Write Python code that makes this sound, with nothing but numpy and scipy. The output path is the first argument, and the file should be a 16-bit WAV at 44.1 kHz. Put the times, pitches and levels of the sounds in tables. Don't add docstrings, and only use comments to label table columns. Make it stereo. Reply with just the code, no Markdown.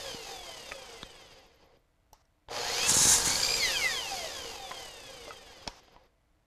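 import sys
import numpy as np
from scipy import signal
from scipy.fft import rfft, irfft, next_fast_len
from scipy.io import wavfile
from scipy.ndimage import uniform_filter1d

SR = 44100
rng = np.random.default_rng(int(sys.argv[2]) if len(sys.argv) > 2 else 0)


def boost(x):
    u = np.asarray(x, float) / 20
    return 10 ** u


def transcribe(u):
    v = np.clip(np.atleast_2d(u).T, -1, 1)
    q = np.round(v * 32767).astype(np.int16)
    wavfile.write(sys.argv[1], SR, q)


N = 284870
TIME = np.arange(N) / SR
SIZE = next_fast_len(N + SR)
HZ = np.maximum(np.arange(SIZE // 2 + 1) * SR / SIZE, 1)

MAINS_HZ, FLICKER_HZ = 60, 5
GEAR_RATIO = 33 / 14
SWITCH_ON_S, SWITCH_OFF_S, EARLIER_OFF_S = 2.48, 3.568, -.731
# [from t/s, slot rate f/Hz, time constant/s]
PULL = [
    (2.48, 5260, .25),
    (2.87, 2500, .185),
    (3.08, 3260, .185),
    (3.2, 4000, .25),
]
STANDSTILL_S = [1.775, 6.07]

# [multiple of shaft or tooth rate, level/dB]
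COMMUTATOR = [(11, 1), (22, 0), (33, -7), (44, -2), (55, -12), (66, 0), (77, -13), (88, -2.5), (99, -12),
              (110, -4), (132, -5), (154, -7), (176, -11), (198, -12), (209, -11), (231, -13)]
GEARS = [(2, -6), (3, 8.5), (4, -9), (5, -8), (6, 7), (7, -3), (9, -3), (11, -9), (12, -4), (13, -9),
         (15, -8), (18, -7), (21, -7.5), (23, -9), (27, -8), (30, -11)]
FIELD = [(9, -4), (18, 4)]
# [f/Hz, width/Hz, lift/dB]
CASING = [(300, -13.1), (700, -1.9), (1300, -7.2), (2000, 1.6), (2700, 8.0), (3600, 7.5), (4000, 5.2),
          (5000, 5.2), (6500, 2.7), (8000, -1.6), (11000, -6.3), (14000, -50)]
CASING_MODES = [(470, 50, 15), (535, 50, 12), (762, 60, 15), (1040, 90, 9.6), (1300, 80, 5.6),
                (1600, 150, 8), (2040, 120, 8), (3200, 300, 6.5), (4300, 150, 6), (4900, 200, 8),
                (6100, 250, 4.4)]
# [f/Hz, level/dB]
BRUSH_CAP_COLOUR = [(500, 3), (800, -5), (1200, -3), (1800, 4), (2500, 1), (3650, 5), (4100, -9),
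                    (5600, -7), (7500, 2), (9800, -9), (11300, 5)]
GEARBOX_COLOUR = [(450, -0.5), (780, 2), (1050, -5), (1700, -5), (2100, -4), (2600, -0.5), (3250, -4.5),
                  (3900, 5), (8000, 4)]
# [t/s, level/dB]
SLAPS = [(3.247, -38), (3.274, -30), (3.285, -31), (3.296, -29.5), (3.315, -22.5), (3.325, -29),
         (3.334, -27), (3.342, -34), (3.357, -23.5), (3.378, -41.5), (3.404, -26), (3.433, -22),
         (3.449, -26), (3.465, -25), (3.49, -23), (3.508, -21), (3.523, -23.5), (3.542, -18), (3.556, -26),
         (3.569, -47), (3.578, -31.5)]

# [level/dB at 1000 Hz slot rate, dB per octave, dB lost at a crawl, dB per strain, dB with the head raised]
RUMBLE_LAW = (-53.5, 4.5, -1.5, -3.5, -4.5)
FRAME_LAW = (-53, 3, 5.5, 15.5, -3.5)
HOUSING_LAW = (-47.5, 4, 5.5, 1, 2)
BRUSH_LAW = (-44.5, 5, 16.5, -1, -4.5)
SLOT_LAW = (-53, 18, 0, -25, -6)
BAR_LAW = (-57.5, 9, -2.5, -20, -3.5)
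FIELD_LAW = (-118, 36, 0, 0, 0)
MESH_LAW = (-57.5, 7.5, 9.5, 9, -5)
OVERTONE_LAW = (-58.5, 4.5, 10.5, 3.5, -10)

# [f/Hz, width/Hz, lift/dB]
MOTOR_COLOUR = [(25, -3.5), (70, -8), (240, -16), (400, -6), (1300, -8.5), (2500, -4.5), (4000, -7.5),
                (7000, -13.5), (9000, -21), (12200, -19.5), (13200, -30), (15300, -39.5)]
HOUSING = [(466.8, 5, 22.5), (532, 59, 17.5), (762, 130, 13.5), (983, 390, 9.5), (1630, 36, -3.5),
           (2102, 40, -4), (3140, 220, 3.5), (3745, 110, 3.5), (4420, 88, 8), (4800, 81, 10.5),
           (5020, 150, 8), (6090, 120, 7.5), (6640, 300, 5.5), (8700, 250, 3.5)]
BAND_EDGES_HZ = [300, 1300, 5600]
SHUDDER_DB = [-5, 6, -3.5, -14]
THROB = [0.11, 0.21, 0.13, 0.17]
# [t/s, level/dB]
STOPS = [
    (1.795, -69.5),
    (6.056, -68.5),
]
# [f/Hz, width/Hz, lift/dB]
BEARING = [(150, -103), (220, -80), (300, -66.5), (500, -60), (600, -66), (800, -90.5)]
RACE = [(7970, 200, 10), (8700, 200, 12), (8940, 140, 8)]
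# [f/Hz, width/Hz, lift/dB]
GUARD = [(880, 60, 16), (1150, 90, 17), (1350, 120, 12), (1610, 60, 14), (3320, 80, 22), (4300, 200, 27),
         (5350, 150, 18), (6750, 180, 25)]
# [multiple of twice the mains rate, level/dB]
HUM = [(1, -1), (2, -19), (3, -15), (4, 1), (5, 4), (6, 4), (7, 0), (8, -6), (10, -4)]

# [t/s, level/dB]
CUT = [
    (2.83, -37),
    (2.85, -39.5),
    (2.896, -22.5),
    (2.924, -26),
    (3.127, -17.5),
    (3.237, -36.5),
    (3.26, -27),
    (3.33, -35),
    (3.45, -41.5),
]
# [f/Hz, width/Hz, lift/dB]
TEARING = [(18, -30.5), (30, 3.5), (296, -6), (437, -23.5), (472, -7), (597, -23.5), (881, 3.5), (1090, -5),
           (1560, -3.5), (3070, -10.5), (6530, -6), (10200, -7), (15300, -27.5)]
BLADE = [(1660, 66, -4.5), (2840, 60, -14.5), (3900, 160, -3.5), (4640, 60, -9), (4870, 44, -6.5),
         (5580, 58, -0.5), (6210, 360, -4), (6820, 430, -2.5), (7600, 180, -1), (8620, 190, -9),
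         (9160, 60, -2.5), (9770, 60, -10.5), (9940, 21, -3.5), (10570, 40, -1.5)]
# [t/s, level above the tearing/dB]
SNAGS = [
    (2.868, 2),
    (2.891, 5.5),
    (2.942, 7),
    (2.985, 3),
    (3.021, -1),
    (3.254, 3.5),
    (3.28, 8),
    (3.338, 6.5),
    (3.376, 7),
    (3.43, 10),
]
# [t/s, level/dB]
SLIDE = [(0.74, -110), (0.78, -56.5), (0.97, -56), (1.0, -110), (2.13, -110), (2.14, -63), (2.19, -73.5),
         (2.22, -67.5), (2.23, -110), (5.675, -110), (5.685, -52.5), (5.74, -59.5), (5.8, -56),
         (5.815, -110)]
# [t/s, peak level/dB, ring f/Hz, tick level/dB, tick f/Hz]
KNOCKS = [(0.144, -44, 300, -46, 2960), (0.714, -38, 590, -46, 2000), (0.719, -31.5, 1220, -37, 1730),
          (1.0303, -39, 1790, -32, 3560), (2.130, -48, 850, -43, 12100), (2.1315, -63, 830, -47.5, 5700),
          (2.253, -70, 907, -68, 5500), (2.486, -39.5, 860, -46.5, 3080), (4.446, -43, 762, -38.5, 2927),
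          (4.71, -33.5, 1000, -40, 3670), (4.715, -39, 990, -36, 1800), (5.271, -41, 525, -60, 4860),
          (5.279, -35.5, 570, -46, 4830), (5.3069, -34, 1240, -57, 3400), (5.667, -39, 600, -62, 3000),
          (5.670, -41, 553, -56, 2500), (5.6756, -38.5, 977, -28, 5100), (5.6767, -31, 930, -36, 3300),
          (5.882, -48.5, 720, -61, 3150), (5.963, -44.5, 948, -62, 2580)]
# [t/s, level/dB]
THUDS = [
    (0.147, -48),
    (0.717, -49),
    (1.028, -41),
    (2.125, -49),
    (2.483, -45),
    (4.71, -68),
    (5.27, -64),
    (5.674, -37),
    (5.959, -52),
]
# [t/s, peak level/dB]
CHIPS = [
    (0.147, -31),
    (1.032, -31),
    (5.676, -28.5),
    (2.918, -22),
    (2.968, -18.5),
    (3.015, -23),
    (3.054, -19.5),
    (3.071, -20.5),
    (3.099, -25),
    (3.274, -22),
]
# [f/Hz, level/dB]
ROOM = [(12, -31), (20, 4), (69, 2), (263, -15.5), (302, -5), (376, -24.5), (419, -15.5), (615, -14),
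        (2060, -23), (12900, -38), (14000, -38.5)]
BUZZ = [(662.1, -87.5), (1981, -94.5), (2099, -101), (2218, -99), (4404, -102), (7337, -102), (10271, -103),
        (13205, -101)]
# [from level/dB rms, cut-off f/Hz]
BANDWIDTH = [(-200, 13600), (-36, 14450), (-29, 15280)]


def rms_one(x):
    return x / np.sqrt(np.mean(x ** 2) + 1e-20)


def in_time(rows):
    s, *columns = np.transpose(rows)
    return [np.interp(TIME, s, c) for c in columns]


def gate(start, end, edge):
    return np.clip((TIME - start) / edge, 0, 1) * np.clip(1 - (TIME - end) / edge, 0, 1)


def response(spectrum, peaks=(), lift_db=0):
    hz, db = np.transpose(spectrum)
    lift = 0
    for peak_hz, width, peak_db in peaks:
        height = boost(max(peak_db + lift_db, 0)) - 1
        lift = lift + height / (1 + (2 * (HZ - peak_hz) / width) ** 2)
    return boost(np.interp(np.log(HZ), np.log(hz), db)) * (1 + lift)


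def colour(x, gain):
    return irfft(rfft(x, SIZE) * gain, SIZE)[:N]


def drift(rate_hz):
    return rms_one(colour(rng.standard_normal(N), 1 / (1 + (HZ / rate_hz) ** 2)))


def ring(clicks, hz, t60):
    r, w = boost(-60 / (t60 * SR)), 2 * np.pi * hz / SR
    return signal.lfilter([0, np.sin(w)], [1, -2 * r * np.cos(w), r * r], clicks + 1e-18)


def strikes(times, db):
    out = np.zeros(N)
    out[(np.asarray(times) * SR).astype(int)] = boost(np.asarray(db))
    return out


def push(clicks, rise_hz, fall_hz):
    smooth = signal.butter(2, rise_hz, fs=SR, output="sos")
    recover = signal.butter(2, fall_hz, "high", fs=SR, output="sos")
    return signal.sosfilt(np.vstack([smooth, recover]), clicks + 1e-18) * SR / (3 * rise_hz)


def tones(orders, turns, speed, wobble_db):
    flutter = boost(wobble_db * drift(23))
    out = 0
    for k, (multiple, db) in enumerate(orders):
        level = boost(db) * np.roll(flutter, 9001 * k) * (multiple * speed < .4 * SR)
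        out = out + level * np.sin(2 * np.pi * multiple * turns + k * k)
    return out


def coast(off, friction_s):
    release_hz, brake_s, brake_goal_hz, brake_ends_hz = 3800, .4063, 353, 513
    friction_goal_hz = -1200
    knee = off + brake_s * np.log((release_hz - brake_goal_hz) / (brake_ends_hz - brake_goal_hz))
    braked = brake_goal_hz + (release_hz - brake_goal_hz) * np.exp((off - TIME) / brake_s)
    free = friction_goal_hz + (brake_ends_hz - friction_goal_hz) * np.exp((knee - TIME) / friction_s)
    return np.where(TIME < knee, braked, free)


def motor():
    pulled, goal = np.zeros(N), np.ones(N)
    for start, hz, lag in PULL:
        i = int(start * SR)
        pulled[i:] = hz + (pulled[i] - hz) * np.exp((start - TIME[i:]) / lag)
        goal[i:] = hz
    first, last = coast(EARLIER_OFF_S, 4.435), coast(SWITCH_OFF_S, 4.53)
    rate = np.select([TIME < SWITCH_ON_S, TIME < SWITCH_OFF_S], [first, pulled], last)
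    strain = np.clip(1 - pulled / goal, 0, 1) * gate(SWITCH_ON_S, SWITCH_OFF_S, .01)
    return np.maximum(rate, 80), strain


def before_halt(lead, width):
    return sum(np.exp(-((TIME - stop + lead) / width) ** 2) for stop in STANDSTILL_S)


def turning():
    halt_s, spool_s = 0.0013, .03
    first = gate(-1, STANDSTILL_S[0], halt_s)
    second = gate(SWITCH_ON_S, STANDSTILL_S[1], halt_s) * gate(SWITCH_ON_S, 9, spool_s)
    after = sum((TIME > s) * boost(-7.5 - 60 * np.abs(TIME - s) / 0.5) for s in STANDSTILL_S)
    return np.maximum(first + second, after) * boost(-5 * before_halt(0.24, 0.08))


def follow(law, speed, strain):
    db, octave_db, crawl_db, strain_db, raised_db = law
    slots, raised = 11 * speed, gate(SWITCH_ON_S, PULL[1][0], .05)
    running_db = db + octave_db * np.log2(slots / 1000) - crawl_db * 200 / slots
    return boost(running_db + strain_db * strain + raised_db * raised)


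def backlash():
    loose = gate(PULL[-1][0], SWITCH_OFF_S, 0.04)
    s, db = np.transpose(SLAPS)
    bump = np.exp(-(np.arange(-600, 601) / SR / 0.0037) ** 2)
    bursts = boost(-25.5) + signal.fftconvolve(strikes(s, db + 26), bump, "same")
    driven = boost(-6.5 * gate(SWITCH_ON_S, PULL[-1][0], .03))
    return loose, loose * bursts + (1 - loose) * driven


def commutator(turns, speed, strain):
    slot = tones(COMMUTATOR[:1], turns, speed, wobble_db=2.2)
    upper = tones(COMMUTATOR[1:], turns, speed, wobble_db=2.2)
    powered_db = -44 * gate(SWITCH_ON_S - 1, SWITCH_OFF_S, .3) * (TIME > 2)
    late_db = -17 * (gate(3.87, 9, 0.1) + (TIME < SWITCH_ON_S))
    slot = slot * boost(powered_db + late_db)
    return follow(SLOT_LAW, speed, strain) * slot + follow(BAR_LAW, speed, strain) * upper


def gears(turns, speed, strain, powered, loose, chatter):
    jitter = .019 * (.25 + powered * (.25 + loose))
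    teeth = GEAR_RATIO * turns + jitter * drift(90)
    tooth_rate = GEAR_RATIO * speed
    mesh = follow(MESH_LAW, speed, strain) * tones(GEARS[:3], teeth, tooth_rate, wobble_db=3)
    overtones = follow(OVERTONE_LAW, speed, strain) * tones(GEARS[3:], teeth, tooth_rate, wobble_db=3)
    runout = 1 + .45 * np.cos(2 * np.pi * teeth / 3)
    return chatter * runout * (boost(-4.5 * loose) * mesh + overtones)


def whine(turns, speed, strain):
    powered = gate(SWITCH_ON_S, SWITCH_OFF_S, 0.086)
    buried = turning() * boost(-20 * gate(PULL[1][0], PULL[-1][0] + 0.052, 0.019))
    loose, chatter = backlash()
    bars = buried * commutator(turns, speed, strain)
    pull = tones(FIELD, turns + .02 * drift(72), speed, wobble_db=0.5)
    field = buried * powered * (1 - loose) * follow(FIELD_LAW, speed, strain) * pull
    mesh = buried * gears(turns, speed, strain, powered, loose, chatter)
    mixed = colour(bars, response(BRUSH_CAP_COLOUR)) + field + colour(mesh, response(GEARBOX_COLOUR))
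    return colour(mixed, response(CASING, CASING_MODES))


def rattle(turns, speed, strain):
    powered = (TIME > SWITCH_ON_S) * (TIME < SWITCH_OFF_S)
    turn = np.cos(2 * np.pi * turns * GEAR_RATIO / 3)
    mains = np.cos(4 * np.pi * MAINS_HZ * TIME) + np.cos(2 * np.pi * MAINS_HZ * TIME)
    grit = rng.standard_normal(N) * boost(1.6 * drift(1400)) * (1 + 0.16 * powered * mains)
    below = [0] + [1 / (1 + (HZ / edge) ** 8) for edge in BAND_EDGES_HZ] + [1]
    body, shared = response(MOTOR_COLOUR, HOUSING), drift(FLICKER_HZ)
    shudder = before_halt(0.071, 0.058)
    laws = RUMBLE_LAW, FRAME_LAW, HOUSING_LAW, BRUSH_LAW
    out = 0
    for law, db, depth, low, high in zip(laws, SHUDDER_DB, THROB, below, below[1:]):
        band = rms_one(colour(grit, body * np.sqrt(high - low)))
        flicker = boost(db * shudder + 0.98 * shared + 0.58 * drift(2 * FLICKER_HZ))
        out = out + follow(law, speed, strain) * (1 + depth * turn) * flicker * band
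    return turning() * out


def cut():
    db, = in_time([(CUT[0][0] - .02, -110)] + CUT + [(CUT[-1][0] + 0.017, -110)])
    dull_db = np.minimum(-4 - 0.49 * (db + 25.5), 12)
    grains = rng.standard_normal(N) * boost(3.0 * drift(600) + 0.36 * drift(45))
    snag_t60_s = 0.08
    snags = signal.lfilter([1], [1, -boost(-60 / (snag_t60_s * SR))], strikes(*np.transpose(SNAGS)) + 1e-18)
    grains = grains * (1 + 0.36 * snags)
    slowed = np.clip(.5 + .5 * drift(4.0), 0, 1)
    free = response(TEARING, BLADE, lift_db=13.5)
    bent = response(TEARING, [(hz * .97, width, peak_db) for hz, width, peak_db in BLADE], lift_db=13.5)
    full = colour(grains * np.sqrt(1 - slowed), free) + colour(np.roll(grains, 999) * np.sqrt(slowed), bent)
    dull = colour(full, 1 / (1 + (HZ / 3000) ** 4))
    bright = full - dull
    return boost(db - 1.1) * (bright + boost(dull_db) * dull) / np.std(bright)


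def guard():
    shake = rng.standard_normal(N) * boost(5.4 * drift(40))
    sheet = [(600, -30), (800, 0), (1700, 0), (2200, -20), (3000, 0), (7000, 0), (9000, -40)]
    sung = rms_one(colour(shake, response(sheet, GUARD)))
    return boost(-41) * gate(SWITCH_ON_S + .03, SWITCH_OFF_S - .1, .1) * sung


def hum():
    start_db, fall_db_per_s, steady_db, attack_s = -44, 59.5, -56, 0.096
    db = np.maximum(start_db - fall_db_per_s * (TIME - SWITCH_ON_S - attack_s), steady_db)
    level = gate(SWITCH_ON_S, SWITCH_OFF_S - .03, attack_s) * boost(np.minimum(db, start_db))
    return level * tones(HUM, 2 * MAINS_HZ * TIME, 0, wobble_db=3)


def bearing(turns, slots):
    hz, db = np.transpose(BEARING)
    throb = .4 + np.cos(np.pi * turns * GEAR_RATIO / 3) ** 4
    band = response([(6500, -31), (7600, 3.5), (9000, -1.5), (9600, -29)], RACE)
    hiss = rms_one(colour(rng.standard_normal(N), band))
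    return boost(np.interp(slots, hz, db)) * throb * hiss * (1 - gate(SWITCH_ON_S - .1, SWITCH_OFF_S, .01))


def squeaks(turns, speed):
    out = np.zeros(N)
    spots = (0, 12300, .012, -2, .85), (.14, 12400, .012, -2, .85), (.45, 8300, .004, -7, 1.3)
    for lead, hz, t60, own_db, rise in spots:
        clicks = np.zeros(N)
        for stop, db in STOPS:
            left = np.floor((turns[int(stop * SR)] - turns) * GEAR_RATIO / 3 - lead)
            near = (left > -2) * (left < 40)
            clicks[1:] += boost(db + own_db) * (np.diff(left) < 0) * near[1:]
        hardness = (speed / 8) ** rise * boost(rng.normal(0, 2.0, N))
        out += ring(clicks * hardness, hz, t60)
    return out


def wood_ring(crack, hz, modes):
    rung = sum(boost(db) * ring(crack, hz * ratio, t60) for ratio, db, t60 in modes)
    return rung / abs(rung).max()


def knocks():
    low_modes = (1.03, -4.0, 0.066), (0.81, -12, 0.0029), (1.1, 1.5, 0.007), (1.92, -1.5, 0.0054)
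    high_modes = (1.05, 9.0, 0.0016), (0.52, 0.5, 0.006), (0.9, -16.0, 0.0021), (1.014, 15.5, 0.0049)
    contact_s, splinter_t60_s = 0.00041, 0.0088
    out = -push(strikes(*np.transpose(THUDS)), rise_hz=46.0, fall_hz=26)
    age = np.arange(3000) / SR
    shape = (1 - np.exp(-age / contact_s)) * boost(-60 * age / splinter_t60_s)
    for at, level_db, pitch_hz, high_db, high_hz in KNOCKS:
        crack = rng.standard_normal(3000) * shape
        i = int(at * SR)
        out[i:i + 3000] += boost(level_db + 2.5) * wood_ring(crack, pitch_hz, low_modes)
        out[i:i + 3000] += boost(high_db + 6.5) * wood_ring(crack, high_hz, high_modes)
    return colour(out, 1 / (1 + (HZ / 10000) ** 4))


def chips():
    return push(strikes(*np.transpose(CHIPS)), rise_hz=324, fall_hz=59.4)


def slide():
    rub = response([(300, -15.5), (900, -1.0), (2500, -15), (4500, -13.5),
                    (5600, -8.0), (6800, -16.5), (10000, -31.5)])
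    return boost(in_time(SLIDE)[0]) * rms_one(colour(rng.standard_normal(N), rub))


def reverb(x, t60, wet_db):
    age = np.arange(SR // 2) / SR
    tail = rng.standard_normal(len(age)) * boost(-60 * age / t60) * (age > .004)
    walls = rfft(tail / np.linalg.norm(tail), SIZE) / (1 + HZ / 6000)
    return x + boost(wet_db) * colour(x, walls)


def workshop():
    beat = np.maximum(np.cos(4 * np.pi * MAINS_HZ * TIME), 0) ** 6.0
    beat = beat * (1 + .6 * np.cos(2 * np.pi * 28 * TIME))
    air = rms_one(colour(rng.standard_normal(N) * (1 + 0.56 * beat), response(ROOM)))
    lines = sum(np.sqrt(2) * boost(db) * np.sin(2 * np.pi * hz * TIME) for hz, db in BUZZ)
    return boost(-70.5) * air + lines


def scene():
    slots, strain = motor()
    speed = slots / 11
    turns = np.cumsum(speed) / SR
    tonal = whine(turns, speed, strain) + hum() + squeaks(turns, speed)
    saw = reverb(tonal, t60=0.088, wet_db=-6.0) + rattle(turns, speed, strain) + guard() + bearing(turns, slots)
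    wood = cut() + reverb(knocks(), t60=0.037, wet_db=-7.5) + chips() + slide()
    mono = saw + wood + workshop()
    return np.array([mono, mono])


def top_cut(x):
    return signal.sosfilt(signal.butter(12, 15490, fs=SR, output="sos"), x)


def record(dry):
    ceiling = .21
    x = ceiling * np.tanh(dry[0] / ceiling)
    level_db = 10 * np.log10(uniform_filter1d(x ** 2, size=3000) + 1e-12)
    dull = 0
    for from_db, cut_hz in BANDWIDTH:
        wider = uniform_filter1d(1. * (level_db > from_db), size=300, mode="nearest")
        dull = dull + wider * (colour(x, HZ < cut_hz) - dull)
    return top_cut(np.array([dull, dull]))


dry = scene()
out = record(dry)
transcribe(out)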